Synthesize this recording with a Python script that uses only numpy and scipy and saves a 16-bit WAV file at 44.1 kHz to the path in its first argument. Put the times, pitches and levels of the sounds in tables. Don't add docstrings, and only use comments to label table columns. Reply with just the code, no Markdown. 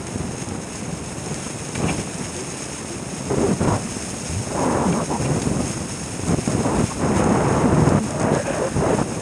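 import sys
import numpy as np
from scipy import signal
from scipy.fft import rfft, irfft
from scipy.io import wavfile
from scipy.ndimage import uniform_filter1d

SR = 44100
rng = np.random.default_rng(int(sys.argv[2]) if len(sys.argv) > 2 else 0)


def unload_audio(sound):
    columns = np.transpose(np.atleast_2d(sound))
    steps = np.round(np.clip(columns, -1, 1) * 32767)
    wavfile.write(sys.argv[1], SR, steps.astype(np.int16))


N = 406161
T = np.arange(N) / SR


def from_db(db):
    return 10 ** (np.asarray(db) / 20)


def rms_one(x):
    return x / np.sqrt(np.mean(x ** 2) + 1e-20)


def in_time(rows):
    s, *columns = np.transpose(rows)
    return [np.interp(T, s, c) for c in columns]


def swell(s, length, edge_s):
    return np.clip(np.minimum(T - s, s + length - T) / edge_s, 0, 1)


def drift(rate):
    hz = np.arange(N // 2 + 1) * SR / N
    return rms_one(irfft(rfft(rng.standard_normal(N)) / (1 + (hz / rate) ** 2), N))


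def coloured(x, spectrum):
    hz = np.arange(1, N // 2 + 2) * SR / N
    points = np.array(spectrum)
    gain = from_db(np.interp(np.log(hz), np.log(points[:, 0]), points[:, 1]))
    return irfft(rfft(x) * rms_one(gain), N)


def filtered(x, order, hz, kind):
    return signal.sosfilt(signal.butter(order, hz, kind, fs=SR, output="sos"), x)


def resonate(x, hz, width):
    return filtered(x + 1e-18, 2, [hz - width / 2, hz + width / 2], "band")


def evened(x, seconds):
    return x / np.sqrt(np.abs(uniform_filter1d(x ** 2, max(int(seconds * SR), 2))) + 1e-12)


def grains(per_s, spread_db):
    sizes = from_db(spread_db * np.minimum(rng.exponential(1, N), 5)) * rng.choice([-1, 1], N)
    return rms_one(sizes * (rng.random(N) < per_s / SR))


# f/Hz, level/dB
HISS_SPECTRUM = [(3000, -14), (4500, -10), (5000, -6.5), (5900, -7), (7000, 0), (7500, -1), (8300, 2),
                 (9300, 2.5), (9850, -1.5), (10350, -11.5), (10700, -35.5), (12400, -15.5), (13500, -38)]
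# f/Hz, width/Hz, level/dB
HISS_RESONANCES = [(5335, 540, 8), (6503, 335, 14.5)]
def snow_hiss(broad, ringing):
    peaks = sum(from_db(db) * resonate(ringing, hz, width) for hz, width, db in HISS_RESONANCES)
    return coloured(broad, HISS_SPECTRUM) + peaks


# t/s, level/dB
RUNNER_LOAD = [(0, -39), (.6, -40), (1.15, -37.5), (1.4, -37), (2.6, -35), (3.05, -37), (4.1, -33.5),
               (4.9, -35.5), (5.5, -34.5), (6.2, -35.5), (6.85, -33.5), (7.05, -37.5), (7.7, -36.5),
               (8.05, -36.5), (8.28, -40), (8.5, -36.5), (9.21, -37)]
# t/s, level/dB
SNOW_HARDNESS = [(0, -4.5), (3.0, -5), (4.4, -7), (5.4, -7), (6.3, -6), (7.3, -4.5), (9.21, -5.5)]
# t/s, length/s, hiss gain/dB
TRAIL_BUMPS = [(0.364, 0.12, 3), (0.67, 0.18, 2), (1.315, 0.31, 1.5), (1.732, 0.091, 2.5),
               (1.844, 0.2, 2.5), (2.342, 0.065, 2.5), (5.386, 0.057, 3), (5.605, 0.17, 2.5),
               (6.26, 0.1, 2), (6.41, 0.12, 2), (7.138, 0.078, 5.5), (8.313, 0.13, 3), (8.47, 0.13, -0.5),
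               (8.878, 0.14, 1.5)]
# f/Hz, level/dB
SCRAPE_SPECTRUM = [(700, -6.5), (1400, -1), (2000, 0.5), (2650, 2.5), (3100, -4), (3900, -5.5),
                   (4600, -13.5), (7000, -50)]
def runners(scrape_bite):
    steady_db, = in_time(RUNNER_LOAD)
    hardness_db, = in_time(SNOW_HARDNESS)
    bump_db = sum(db * swell(s, length, edge_s=0.031) for s, length, db in TRAIL_BUMPS)
    scrape_db = hardness_db + scrape_bite * bump_db
    pressure = 0.56 * drift(rate=16.5) + 0.57 * drift(rate=210)
    crackle = grains(per_s=16000, spread_db=2.0) + from_db(-18) * grains(per_s=240, spread_db=6.0)
    ringing = grains(per_s=9000, spread_db=2.5)
    hiss = snow_hiss(crackle * from_db(1.38 * pressure), ringing * from_db(2.23 * pressure))
    scrape = coloured(grains(per_s=6000, spread_db=1.5) * from_db(1.63 * pressure), SCRAPE_SPECTRUM)
    return from_db(steady_db) * (from_db(bump_db) * rms_one(hiss) + from_db(scrape_db) * rms_one(scrape))


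# t/s, level/dB
AIR_STREAM = [(0, -32.5), (0.65, -34), (1.0, -33), (2.2, -32), (2.75, -36), (3.3, -29.5), (3.9, -31.5),
              (4.2, -32), (6.0, -31), (9.21, -30.5)]
# t/s, length/s, rise/s, fall/s, level/dB of the large eddies,
# middle eddies against the large/dB, small eddies against the large/dB
HEAD_GUSTS = [(0.097, 0.19, 0.06, .026, -28, -13, -18), (0.46, 0.11, 0.016, .026, -30.5, -7, -11),
              (1.232, 0.11, 0.046, .026, -37.5, 3, -4), (1.742, 0.18, 0.085, .024, -23, -4.5, -8),
              (1.968, 0.027, 0.019, .01, -23.5, -8, -12), (2.154, 0.074, 0.06, .026, -34, -3, -7),
              (3.291, 0.057, 0.014, .012, -23.5, 0, -7.5), (3.363, 0.17, 0.018, 0.007, -25, 2.5, -8),
              (3.591, 0.094, 0.02, .026, -23, -3, -9), (3.64, 0.115, 0.0045, 0.032, -23, -4, -7),
              (4.427, 0.4, 0.21, .026, -26, 2, -2.5), (4.83, 0.2, 0.012, .014, -26, 1, -7),
              (5.089, 0.033, 0.015, .026, -31, 8.5, -2), (5.152, 0.24, 0.081, .014, -24, -2.5, -10),
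              (5.4, 0.23, 0.04, 0.029, -23, -5.5, -13), (5.606, 0.22, 0.037, .026, -31, -6, -10.5),
              (6.249, 0.094, 0.03, .005, -20, -4, -12.5), (6.356, 0.028, 0.03, .012, -22, -3, -23),
              (6.47, 0.14, 0.0098, 0.029, -23.5, -2.5, -10.5), (6.622, 0.18, 0.022, 0.024, -24.5, 1.5, -6),
              (6.743, 0.097, 0.051, .007, -19, -10, -14), (6.984, 0.15, 0.03, .026, -22, -1, -5.5),
              (7.134, 0.52, 0.034, 0.023, -22, 0, -3.5), (7.626, 0.362, 0.07, .005, -18.5, -3.5, -7.5),
              (8.003, 0.15, 0.096, .026, -28.5, -7, -5), (8.153, 0.22, 0.06, 0.014, -23.5, -0.5, -3),
              (8.438, 0.249, 0.025, 0.013, -33, 3, 2), (8.71, 0.09, 0.071, .016, -20.5, -8, -11),
              (8.793, 0.15, 0.033, 0.028, -25.5, 3, -1.5), (8.963, 0.061, 0.02, .008, -23.5, -1, -4),
              (9.04, 0.15, 0.019, .026, -39.5, 9, 0.5)]
def air_flow(steady_middle_db, steady_small_db, lock_db):
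    breeze_db, = in_time(AIR_STREAM)
    large, middle, small = (from_db(db) ** 2 for db in (breeze_db, steady_middle_db, steady_small_db))
    for s, length, rise_s, fall_s, db, middle_db, small_db in HEAD_GUSTS:
        rise = np.clip((T - s) / rise_s, 0, 1)
        fall = np.exp(-np.clip((T - s - length) / fall_s, 0, 20))
        power = (from_db(db) * rise * fall) ** 2
        large = large + power
        middle = middle + power * from_db(middle_db) ** 2
        small = small + power * from_db(small_db) ** 2
    locked = np.minimum(sum(swell(s, length, HOOT_EDGE_S) for s, length, *_ in EDGE_HOOTS), 1)
    return np.sqrt(large) * from_db(lock_db * locked), np.sqrt(middle), np.sqrt(small)


# f/Hz, level/dB
LARGE_EDDIES = [(20, -25), (40, -18), (70, -6), (140, -0.5), (220, -3), (320, -11.5), (600, -38),
                (1500, -94)]
MIDDLE_EDDIES = [(100, -65), (230, 0), (350, 1.5), (500, -1), (700, -8.5), (950, -20), (2000, -81)]
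SMALL_EDDIES = [(350, -20), (650, 1), (850, 1), (1150, -3), (1500, -7.5), (2000, -13.5), (3000, -24),
                (6000, -95)]
def wind(lopsided, suction, surge_db, middle_trim_db):
    large_gain, middle_gain, small_gain = air_flow(steady_middle_db=-36, steady_small_db=-40.5, lock_db=-2)
    puffs = drift(rate=54)
    large = evened(coloured(rng.standard_normal(N) * from_db(2.0 * puffs), LARGE_EDDIES), seconds=0.079)
    dips = filtered(large ** 2, 2, 90, "high")
    swirl = from_db(1.12 * puffs - lopsided * np.clip(large, -3, 3))
    middle = evened(coloured(rng.standard_normal(N) * swirl, MIDDLE_EDDIES), seconds=0.065)
    small = evened(coloured(rng.standard_normal(N) * swirl, SMALL_EDDIES), seconds=0.057)
    surge = from_db(surge_db * drift(rate=82.0))
    buffet = large_gain * (large - suction * dips)
    rush = from_db(middle_trim_db) * middle_gain * middle + small_gain * small
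    return surge * (buffet + rush)


SNAP_TOP_HZ = 9000
# f/Hz, width/Hz, level/dB
FRAME_MODES = [(820, 420, 14), (1650, 580, 10), (2360, 105, 9.5), (2680, 360, 6.5), (3180, 320, -1.5)]
# t/s, length/s, level/dB,
# joint f/Hz, fall of the modes away from it/(dB per octave), snap against ring/dB
JOINT_SLIPS = [(0.068, .003, -37, 1700, 8, -6), (1.750, .011, -28.7, 2100, 6, -11),
               (1.834, .016, -38, 2640, 30, -20), (1.882, .023, -27.5, 2640, 28, -20),
               (4.926, .005, -29, 2900, 9, -12), (5.245, .022, -36, 2640, 25, -20),
               (5.418, .009, -34, 2200, 4, 1), (5.439, .004, -37, 2900, 4, -2)]
def creaks(slips_per_s):
    out = np.zeros(N)
    t = np.arange(SR // 10) / SR
    for s, length, db, joint_hz, fall_db, snap_db in JOINT_SLIPS:
        slips = np.exp(-2 * (t * slips_per_s % 1)) * (t < length)
        rub = slips * rng.standard_normal(len(t))
        snap = rms_one(filtered(resonate(rub, hz=5000, width=9800), 8, SNAP_TOP_HZ, "low"))
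        ring = np.zeros(len(t))
        for hz, width, mode_db in FRAME_MODES:
            octaves_away = abs(np.log2(hz / joint_hz))
            ring += from_db(mode_db - fall_db * octaves_away) * rms_one(resonate(rub, hz, width))
        gain = from_db(db) * np.sqrt(length / t[-1])
        out[round(s * SR):][:len(t)] += gain * (rms_one(ring) + from_db(snap_db) * snap)
    return out


# t/s, relative level/dB
ICE_CRUMBS = [(0.0682, -18), (0.3805, -27), (0.4189, -24), (0.443, -25), (0.488, -18.5), (0.757, -23),
              (1.261, -20), (1.343, -14.5), (1.7539, -20), (2.1425, -17.5), (2.1834, -19), (2.365, -17),
              (2.4064, -18), (2.5027, -22), (3.5324, -26), (4.431, -26), (5.4187, -18), (6.2836, -16),
              (7.2405, -19.5), (7.3811, -27), (7.891, -17.5), (8.107, -17), (8.1973, -18), (8.202, -20),
              (8.217, -20), (8.23, -18.5), (8.349, -18)]
def crumbs(decay_s, trim_db):
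    force = np.zeros(N)
    for s, db in ICE_CRUMBS:
        start = round(s * SR)
        after = T[start:][:SR // 10]
        force[start:][:len(after)] += from_db(db + trim_db) * np.exp((s - after) / decay_s)
    burst = snow_hiss(force * rng.standard_normal(N), force * rng.standard_normal(N))
    return filtered(burst, 6, SNAP_TOP_HZ, "low")


# t/s, relative level/dB, width/s
EDDY_SLAPS = [(0.149, -17, .001), (0.207, -5, 0.0012), (0.311, -9, .001), (0.347, -8, 0.0011),
              (1.265, -8, .001), (1.778, -7, .0014), (1.865, -10, 0.00092), (1.878, -7, .0012),
              (3.382, -6, 0.00097), (3.614, 0, .0013), (3.65, 0, .0006), (3.674, 4, 0.00092),
              (5.101, -5, 0.0014), (5.199, -7, 0.0014), (5.601, -3, .0012), (6.193, -5, 0.0011),
              (6.234, -6, 0.0015), (6.298, -1, 0.0011), (6.344, 3, 0.00091), (6.384, 1, 0.0014),
              (6.475, 2, .0007), (6.591, -3, 0.0011), (6.805, -1, .0011), (6.84, 0, 0.0011),
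              (6.97, -8, 0.0011), (7.29, -1, 0.00096), (7.699, 2, .0011), (7.726, 3, 0.0011),
              (7.742, 0, .001), (7.794, 5, 0.0008), (7.828, 4, 0.0014), (7.887, 4, 0.00067),
              (7.921, 8, .001), (7.949, 9, .001), (8.239, -2, 0.0011), (8.318, 5, 0.0012),
              (8.368, 1, 0.0011), (8.764, 3, 0.0014), (8.79, -4, .0011), (8.891, 3, .0007),
              (8.948, -1, .0012), (9.014, 3, 0.00092)]
def slaps(trim_db):
    out = np.zeros(N)
    for s, db, width_s in EDDY_SLAPS:
        near = np.abs(T - s) < .05
        from_centre = np.abs(T[near] - s - .002) / width_s
        out[near] -= from_db(db + trim_db) * (1 - from_centre) * np.exp(-from_centre)
    return out


# t/s, f/Hz, relative level/dB
RUT_THUMPS = [(0.417, 183, -21), (0.818, 195, -20), (0.876, 170, -20), (0.924, 168, -20), (1.267, 152, -26),
              (1.315, 151, -20), (1.982, 201, -23), (2.205, 182, -29), (3.850, 215, -19)]
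def thumps(rise_s, trim_db):
    out = np.zeros(N)
    for s, hz, db in RUT_THUMPS:
        age = np.clip((T - s) / rise_s, 0, 30)
        envelope = age * np.exp(1 - age)
        out += from_db(db + trim_db) * envelope * np.sin(2 * np.pi * hz * (T - s))
    return out


HOOT_EDGE_S = 0.0084
# t/s, length/s, first f/Hz, last f/Hz, relative level/dB, octave against the tone/dB
EDGE_HOOTS = [(2.347, 0.092, 345, 391, -30.5, -14), (2.903, 0.054, 337, 360, -28.5, -14),
              (3.303, 0.05, 401, 400, -21, -16), (3.438, .038, 425, 365, -15, -18),
              (3.481, 0.064, 255, 145, -15, -13), (3.715, .06, 85, 125, -19, -20),
              (4.285, 0.085, 74, 92, -26, -3), (4.358, .058, 94, 113, -20, -13),
              (4.61, 0.125, 262, 237, -23.5, -14), (4.853, 0.075, 212, 145, -16, -16),
              (4.94, .06, 190, 250, -23, -14), (5.103, 0.11, 268, 170, -28, -14),
              (5.22, 0.085, 119, 150, -21.5, -14), (5.306, 0.076, 135, 186, -19.5, -14),
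              (5.44, .04, 215, 250, -24, -14), (7.03, 0.059, 115, 182, -20, -14),
              (7.08, 0.089, 220, 186, -19, -14), (7.279, 0.082, 170, 220, -17.5, -14),
              (7.637, 0.1, 280, 130, -15.5, -14), (7.745, .1, 135, 175, -17.5, -12),
              (7.997, 0.071, 222, 204, -21, -14), (8.472, .042, 570, 530, -19.5, -20),
              (8.62, 0.04, 485, 530, -18, -22), (8.651, .04, 528, 536, -22, -22)]
def hoots(waver, flutter_db, trim_db):
    strength, octave, weighted_hz = np.zeros((3, N))
    for s, length, first_hz, last_hz, db, octave_db in EDGE_HOOTS:
        gain = from_db(db + trim_db) * swell(s, length, HOOT_EDGE_S)
        strength += gain
        octave += gain * from_db(octave_db)
        weighted_hz += gain * np.interp(T, [s, s + length], [first_hz, last_hz])
    hz = weighted_hz / (strength + 1e-12) * (1 + waver * drift(rate=69.7))
    phase = 2 * np.pi * (np.cumsum(hz) / SR + rng.random())
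    tone = strength * np.sin(phase) + octave * np.sin(2 * phase)
    return tone * from_db(flutter_db * drift(rate=90))


# t/s, length/s, f/Hz, width/Hz, level/dB
HOUSING_HOWLS = [(3.658, 0.13, 716, 250, -28), (3.668, 0.094, 970, 200, -26),
                 (4.494, 0.085, 590, 110, -30.5), (4.557, 0.33, 906, 220, -27),
                 (4.585, 0.24, 563, 220, -27.5), (4.94, 0.09, 1010, 330, -30),
                 (5.098, 0.082, 885, 170, -26.5), (6.643, 0.135, 956, 220, -28),
                 (6.893, 0.048, 970, 280, -31), (7.31, 0.33, 960, 300, -31.5), (8.08, 0.26, 620, 90, -32),
                 (8.279, 0.15, 537, 160, -26), (8.522, 0.1, 610, 60, -30), (8.577, 0.067, 440, 220, -23),
                 (8.817, 0.14, 496, 220, -21.5)]
def howls(ragged_db):
    out = np.zeros(N)
    turbulence = rng.standard_normal(N)
    for s, length, hz, width, db in HOUSING_HOWLS:
        ring = evened(resonate(turbulence, hz, width), seconds=0.05)
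        out += from_db(db) * swell(s, length, edge_s=0.022) * ring
    return out * from_db(ragged_db * drift(rate=67))


# t/s, length/s, f/Hz, width/Hz, level/dB
SLED_RUBS = [(8.31, 0.069, 3700, 1000, -46), (8.333, 0.11, 1650, 350, -37), (8.43, 0.17, 1610, 260, -36.5),
             (8.435, 0.137, 2470, 600, -39), (8.602, 0.16, 1640, 300, -44)]
def rasp(slips_per_s):
    slips = grains(per_s=slips_per_s, spread_db=1.5)
    return sum(from_db(db) * swell(s, length, edge_s=0.026) * rms_one(resonate(slips, hz, width))
               for s, length, hz, width, db in SLED_RUBS)


def scene():
    snow = runners(scrape_bite=1.15) + crumbs(decay_s=0.0016, trim_db=-5.0)
    frame = thumps(rise_s=0.0071, trim_db=-2.5) + creaks(slips_per_s=200) + rasp(slips_per_s=1900)
    housing = hoots(waver=0.02, flutter_db=1.9, trim_db=-0.7) + howls(ragged_db=2.0)
    air = wind(lopsided=1.3, suction=0.17, surge_db=0.69, middle_trim_db=-0.54) + slaps(trim_db=-7.5)
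    return (snow + frame + air + housing)[None, :]


def record(dry):
    ceiling, top_hz = .72, 13500
    thin = filtered(dry, 1, 25, "high")
    rounded = thin / (1 + (thin / ceiling) ** 4) ** (1 / 4)
    return signal.sosfilt(signal.ellip(10, .1, 80, top_hz, fs=SR, output="sos"), rounded)


dry = scene()
out = record(dry)
unload_audio(out)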